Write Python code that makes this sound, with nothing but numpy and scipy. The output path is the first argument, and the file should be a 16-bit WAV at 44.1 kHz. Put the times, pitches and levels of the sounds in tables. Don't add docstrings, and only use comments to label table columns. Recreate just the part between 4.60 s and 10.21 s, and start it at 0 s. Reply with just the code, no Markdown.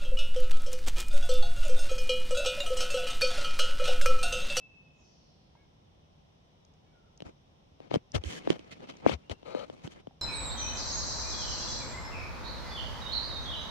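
import sys
import numpy as np
from scipy import signal
from scipy.io import wavfile

SR = 44100
rng = np.random.default_rng(int(sys.argv[2]) if len(sys.argv) > 2 else 0)


def waveform_to_disk(signal):
    frames = np.transpose(np.atleast_2d(signal))
    scaled = np.clip(frames, -1, 1) * 32767
    samples = np.round(scaled).astype(np.int16)
    wavfile.write(sys.argv[1], SR, samples)


N = 247479
TIME = np.arange(N) / SR
HIT_TIME = TIME[:SR // 25]
HIT_GAIN = np.sqrt(.01 * SR)


def from_db(db):
    return 10 ** (np.asarray(db) / 20)


def rms_one(x):
    return x / np.sqrt(np.mean(x ** 2) + 1e-20)


def unit_energy(x):
    return x / np.linalg.norm(x, axis=-1, keepdims=True)


def in_time(rows):
    time_s, *columns = np.transpose(rows)
    return [np.interp(TIME, time_s, column) for column in columns]


def at_hz(points, hz):
    freq_hz, value = np.transpose(points)
    return np.interp(np.log(hz), np.log(freq_hz), value)


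def lowpass(x, cutoff_hz, order=2):
    return signal.sosfilt(signal.butter(order, cutoff_hz, fs=SR, output="sos"), x)


def band(x, low_hz, high_hz, order=2):
    return signal.sosfilt(signal.butter(order, [low_hz, high_hz], "band", fs=SR, output="sos"), x)


def resonance(x, centre_hz, width_hz, order=2):
    return band(x, centre_hz - width_hz / 2, centre_hz + width_hz / 2, order)


def panned(pan_db):
    gains = from_db(np.array([[.5], [-.5]]) * pan_db)
    return gains / np.sqrt(np.mean(gains ** 2, axis=0))


def drift(rate_hz):
    knots = rng.standard_normal(int(rate_hz * N / SR) + 3)
    return rms_one(np.interp(TIME * rate_hz, np.arange(len(knots)), knots))


def add(out, start_s, sound):
    start = int(start_s * SR)
    out[:, start:start + sound.shape[1]] += sound[:, :N - start]


def banded_noise(spectrum, likeness, flicker_db, flicker_hz):
    bottom_hz, top_hz = spectrum[0][0], spectrum[-1][0]
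    edges = np.geomspace(bottom_hz, top_hz, int(np.log2(top_hz / bottom_hz) * 2.5) + 2)
    out, white = 0, rng.standard_normal((2, 2, N))
    for k, (low_hz, high_hz) in enumerate(zip(edges, edges[1:])):
        mid, side = band(white[k % 2], low_hz, high_hz, order=3)
        centre_hz = np.sqrt(low_hz * high_hz)
        alike = at_hz(likeness, centre_hz)
        gain = from_db(at_hz(spectrum, centre_hz) + flicker_db * drift(flicker_hz))
        out = out + gain * (np.sqrt(1 + alike) * mid + np.sqrt(1 - alike) * side * [[1], [-1]])
    return rms_one(out)


def open_air(wash_db=-63.5, hum_width_hz=20):
    wash_colour = [(25, -2.5), (70, -1.5), (170, -2), (310, -9), (820, -9), (1500, -25), (2500, -21.5),
                   (4600, -27.5), (6200, -40.5), (7200, -70), (15500, -47)]
    wash_likeness = [(60, 0.84), (200, 0.43), (450, 0.059), (900, -0.41)]
    hum_bands = [(78, -69.5), (154, -69.5)]
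    hiss_bands = [(3320, 900, -77.5), (5570, 1000, -81), (8580, 1100, -97.5)]
    hum = sum(from_db(level_db) * rms_one(resonance(rng.standard_normal(N), hz, hum_width_hz, order=1))
              for hz, level_db in hum_bands)
    hiss = sum(from_db(level_db) * rms_one(resonance(rng.standard_normal((2, N)), hz, width_hz))
               for hz, width_hz, level_db in hiss_bands)
    wash = banded_noise(wash_colour, wash_likeness, flicker_db=.4, flicker_hz=10)
    return hum + hiss + from_db(wash_db) * wash


def whistles():
    # start_s, length_s, start_hz, end_hz, level_db, waver_share (of the pitch)
    notes = [(-.07, 0.26, 2656, 2589, -65, .007), (0.185, 0.21, 2610, 2540, -73, .008),
             (2.31, .2, 1440, 1360, -82, .035), (4.217, .034, 2850, 2720, -70, .025),
             (4.614, .15, 2886, 2680, -76.5, .018)]
    out = np.zeros(N)
    for start_s, length_s, start_hz, end_hz, level_db, waver_share in notes:
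        progress = np.clip((TIME - start_s) / length_s, 0, 1)
        pitch_hz = (start_hz + (end_hz - start_hz) * progress) * (1 + waver_share * drift(90))
        swell = np.sqrt(2 * np.abs(np.sin(np.pi * progress)))
        out += from_db(level_db) * swell * np.sin(2 * np.pi * np.cumsum(pitch_hz) / SR)
    return out


def trill(buzz_share=0.16):
    glide = [(.33, 6700, -100), (.39, 6130, -77.5), (.45, 5320, -73), (.72, 4866, -80), (.95, 4460, -90)]
    centre_hz, level_db = in_time(glide)
    buzz = lowpass(rng.standard_normal(N), buzz_share * centre_hz.mean(), order=3)
    tone = np.sin(2 * np.pi * np.cumsum(centre_hz) / SR)
    singing = (TIME > glide[0][0]) & (TIME < glide[-1][0])
    return singing * from_db(level_db) * rms_one(buzz * tone)


def caws(arch_share=0.06, rasp_share=0.0097):
    calls = [(0.953, 0.107, 556.5, -67), (2.243, 0.13, 571, -72.5)]
    throat = [(550, -20), (1100, -18), (1650, -9), (2200, -4), (2800, -23)]
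    out = np.zeros(N)
    for start_s, length_s, pitch_hz, level_db in calls:
        swell = np.abs(np.sin(np.pi * np.clip((TIME - start_s) / length_s, 0, 1)))
        bend = 1 + arch_share * (swell - 1) + rasp_share * drift(300)
        phase = 2 * np.pi * np.cumsum(pitch_hz * bend) / SR
        voice = sum(from_db(at_hz(throat, k * pitch_hz)) * np.sin(k * phase) for k in range(2, 6))
        out += from_db(level_db) * np.sqrt(swell) * voice
    return out


def wood(call, tail_db, t60_s=0.8):
    tail = unit_energy(rng.standard_normal((2, SR)) * from_db(-60 * TIME[:SR] / t60_s))
    return call + from_db(tail_db) * signal.fftconvolve(call[None], tail, axes=1)[:, :N]


def far_birds(dip_share=0.65):
    calls = wood(whistles() + trill(), tail_db=6.5) + wood(caws(), tail_db=-6)
    return calls - dip_share * resonance(calls, centre_hz=4800, width_hz=320, order=1)


def plinks(ring_s=0.0047):
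    tones = [(.953, 947, -53), (5.510, 780, -50.5)]
    out, ring = np.zeros((2, N)), np.exp(-HIT_TIME / ring_s)
    for start_s, pitch_hz, peak_db in tones:
        add(out, start_s, from_db(peak_db) * ring * np.sin(2 * np.pi * pitch_hz * HIT_TIME)[None])
    return out


def wide_stereo(sound, lag_s=0.0002):
    t = TIME[:len(sound)]
    return np.array([sound, -np.interp(t - lag_s, t, sound, left=0)])


def pressure(start_s, length_s, attack_s=0.0053, release_s=0.0088, arch_db=3):
    t = TIME - start_s
    arch = np.sin(np.pi * np.clip(t / length_s, 0, 1)) - 2 / np.pi
    edges = np.minimum(t, 0) / attack_s - np.maximum(t - length_s, 0) / release_s
    return from_db(arch_db * arch) * np.exp(np.maximum(edges, -20))


def cupped_rubs(pan_db=9):
    rubs = [(4.858, 0.11, -46.5), (4.942, 0.1, -42.5)]
    pocket_modes = [(541, 120, 1.5), (824, 190, -8), (1250, 130, -10), (2300, 290, -17.5),
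                    (4130, 600, -15.5)]
    push = np.max([from_db(drive_db) * pressure(start_s, length_s)
                   for start_s, length_s, drive_db in rubs], axis=0)
    friction = rng.standard_normal(N)
    pocket = sum(from_db(gain_db) * rms_one(resonance(friction, hz, width_hz))
                 for hz, width_hz, gain_db in pocket_modes)
    return panned(pan_db) * wide_stereo(push * pocket)


def hollow_case(rub):
    cavities = [(556, 450, -4), (1305, 94, -4.5), (2165, 80, -6), (3060, 120, 1)]
    return rub + sum(from_db(gain_db) * resonance(rub, hz, width_hz, order=1)
                     for hz, width_hz, gain_db in cavities)


def slides(grip_db=2.0, grip_hz=350, creep_pan_db=2.5, creep_fade_s=0.012):
    # start_s, length_s, body_db, rustle_over_body_db, hiss_over_rustle_db, pan_db
    strokes = [(2.654, 0.043, -49.5, -11.5, -10.5, 4), (3.213, 0.066, -59, -8.5, -18, 10),
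               (3.31, .03, -45.5, -4, -23, 11), (3.336, 0.022, -37, -5, -15, 5),
               (3.549, 0.014, -29.5, -5, -10, 7.5), (3.648, 0.14, -48, 0.5, -6.5, 1),
               (3.852, 0.11, -45.5, -7.5, -14, 5), (3.895, 0.036, -38, -7.5, -13, 4.5),
               (4.115, 0.02, -51, 2, -10.5, -2), (4.198, 0.061, -50, -12, -13, 2.5),
               (4.289, 0.021, -45, -2, -15, 4), (4.427, 0.069, -45.5, -13, -26, -3),
               (4.465, 0.075, -38, -1.5, -15.5, 9.5), (4.71, 0.012, -38, -6, -11, 11),
               (4.858, 0.076, -52, -6.5, -12, 11), (4.952, 0.094, -50.5, -4, -12, 12.5),
               (5.128, 0.024, -51, -15, -6, 0), (5.237, 0.035, -47, -7.5, -8.5, 4.5),
               (5.306, 0.029, -59.5, 1.5, -9.5, 1.5)]
    creep_curve = [(3.6, -63), (3.74, -53.5), (4.056, -62.5), (4.4, -60), (4.542, -69), (4.776, -71.5),
                   (5.048, -61), (5.302, -63), (5.42, -61)]
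    # freq_hz, relative_db
    body_colour = [(110, -1), (190, 4), (300, -1), (520, -4.5), (1050, -10), (2100, -29)]
    rustle_colour = [(900, -5.5), (1400, -2), (2300, 2.5), (3200, -3), (4400, -4.5), (5800, -13),
                     (8000, -47)]
    hiss_colour = [(4200, 5), (6200, 13), (8000, 6), (11000, -5), (15500, -17)]
    likeness = [(100, 0.49), (220, -0.32), (500, -0.52), (1000, -0.58), (3000, -0.19)]
    creep_db, = in_time(creep_curve)
    inside_s = np.minimum(TIME - creep_curve[0][0], creep_curve[-1][0] - TIME)
    creep = from_db(creep_db) * np.clip(inside_s / creep_fade_s, 0, 1)
    body = panned(.5 * creep_pan_db) * from_db(3) * creep
    rustle = panned(creep_pan_db) * from_db(-3.5) * creep
    hiss = panned(creep_pan_db) * from_db(-16.5) * creep
    for start_s, length_s, body_db, rustle_over_body_db, hiss_over_rustle_db, pan_db in strokes:
        lingering = pressure(start_s, length_s, release_s=0.011)
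        body = np.maximum(body, panned(.5 * pan_db) * from_db(body_db) * lingering)
        treble = panned(pan_db) * from_db(body_db + rustle_over_body_db) * pressure(start_s, length_s)
        rustle = np.maximum(rustle, treble)
        hiss = np.maximum(hiss, from_db(hiss_over_rustle_db) * treble)
    grip = rms_one(from_db(grip_db * drift(grip_hz)))
    body *= banded_noise(body_colour, likeness, flicker_db=1.5, flicker_hz=29)
    rustle *= banded_noise(rustle_colour, likeness, flicker_db=2.5, flicker_hz=50)
    hiss *= banded_noise(hiss_colour, likeness, flicker_db=0.5, flicker_hz=95)
    return grip * (hollow_case(body + rustle) + hiss)


def port_thumps(port_hz=74.6, quick_press_s=0.0068):
    presses = [(2.626, -40.5, 0.0029, 3), (2.67, -45, 0.0066, 2), (2.697, -45, 0.0016, 2),
               (3.343, -26, 0.0023, -22), (3.37, -21.5, 0.0025, 8), (3.564, -23.5, 0.006, 21),
               (3.574, -32.5, 0.013, -15), (3.595, -32, 0.011, 5), (3.672, -28.5, 0.01, -10.5),
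               (3.906, -26.5, 0.0025, -30), (4.468, -29, 0.004, 10), (4.55, -32.5, 0.014, 7),
               (4.719, -30.5, 0.0056, 14), (5.252, -33.5, 0.0035, 4), (5.481, -40, 0.0023, 6.5)]
    out = np.zeros((2, N))
    for peak_s, peak_db, half_width_s, pan_db in presses:
        t = TIME - peak_s
        pitch_hz = port_hz * max(1, quick_press_s / half_width_s) ** 0.77
        swell = np.exp(-.5 * (t / half_width_s) ** 2)
        out += panned(pan_db) * from_db(peak_db) * swell * np.cos(2 * np.pi * pitch_hz * t)
    return out


def crackle(low_hz, high_hz, order, decay_s=0.0012):
    slips = rng.standard_normal((2, len(HIT_TIME))) * np.exp(-HIT_TIME / decay_s)
    return unit_energy(lowpass(band(slips, low_hz, high_hz, order), cutoff_hz=7000))


def skin_ticks():
    peels = [(2.05, -66.5), (2.138, -75), (2.576, -61.5), (3.519, -52), (4.369, -61.5)]
    out = np.zeros((2, N))
    for start_s, level_db in peels:
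        add(out, start_s, HIT_GAIN * from_db(level_db) * crackle(low_hz=5050, high_hz=6640, order=2))
    return out


def finger_knocks(midway_hz=408.4, hz_per_pan_db=14, knock_spread=1.368, tick_hz=3100, tick_spread=1.18,
                  rebound_hz=290, rebound_s=0.0018, rebound_db=-7, ring_db=0.5):
    landings = [(2.6042, -47.5, -52.5, 4), (2.6215, -41.5, -52.5, 3.5), (3.203, -45.5, -64, 4.5),
                (3.314, -30, -58, 4), (3.341, -24.5, -35.5, 8), (3.3579, -24.5, -47, 0),
                (3.638, -38.5, -43, -7.5), (3.874, -24.5, -49, 3), (3.9027, -18, -32, -7.5),
                (3.993, -46, -54, -6), (4.4636, -14, -64, 6), (4.495, -26.5, -49, 7),
                (4.697, -39, -46, 2.5), (4.83, -50, -65.5, 7), (4.949, -27.5, -53, 4),
                (5.099, -39, -56.5, 5.5), (5.2754, -39, -51, -10.5), (5.471, -41, -62, 4)]
    out = np.zeros((2, N))
    blow = lowpass(signal.unit_impulse(len(HIT_TIME)), cutoff_hz=2400)
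    rebound = band(blow, rebound_hz / 1.32, rebound_hz * 1.11)
    rebound = from_db(rebound_db) * unit_energy(np.interp(HIT_TIME - rebound_s, HIT_TIME, rebound, left=0))
    for start_s, knock_db, tick_db, pan_db in landings:
        knock_hz = midway_hz + hz_per_pan_db * pan_db
        swing = unit_energy(band(blow, knock_hz / knock_spread, knock_hz * knock_spread))
        knock = from_db(knock_db) * wide_stereo(swing + rebound)
        slips = crackle(tick_hz / tick_spread, tick_hz * tick_spread, order=1)
        port_ring = resonance(slips, centre_hz=3054, width_hz=190, order=1)
        tick = from_db(tick_db) * unit_energy(slips + from_db(ring_db) * port_ring)
        add(out, start_s, HIT_GAIN * panned(pan_db) * (knock + tick))
    return out


def scene():
    foreground = finger_knocks() + skin_ticks() + plinks() + slides() + cupped_rubs() + port_thumps()
    return foreground + far_birds() + open_air()


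def record(dry, cutoff_hz=15750):
    return signal.sosfilt(signal.ellip(10, .1, 70, cutoff_hz, fs=SR, output="sos"), dry)


dry = scene()
out = record(dry)
waveform_to_disk(out)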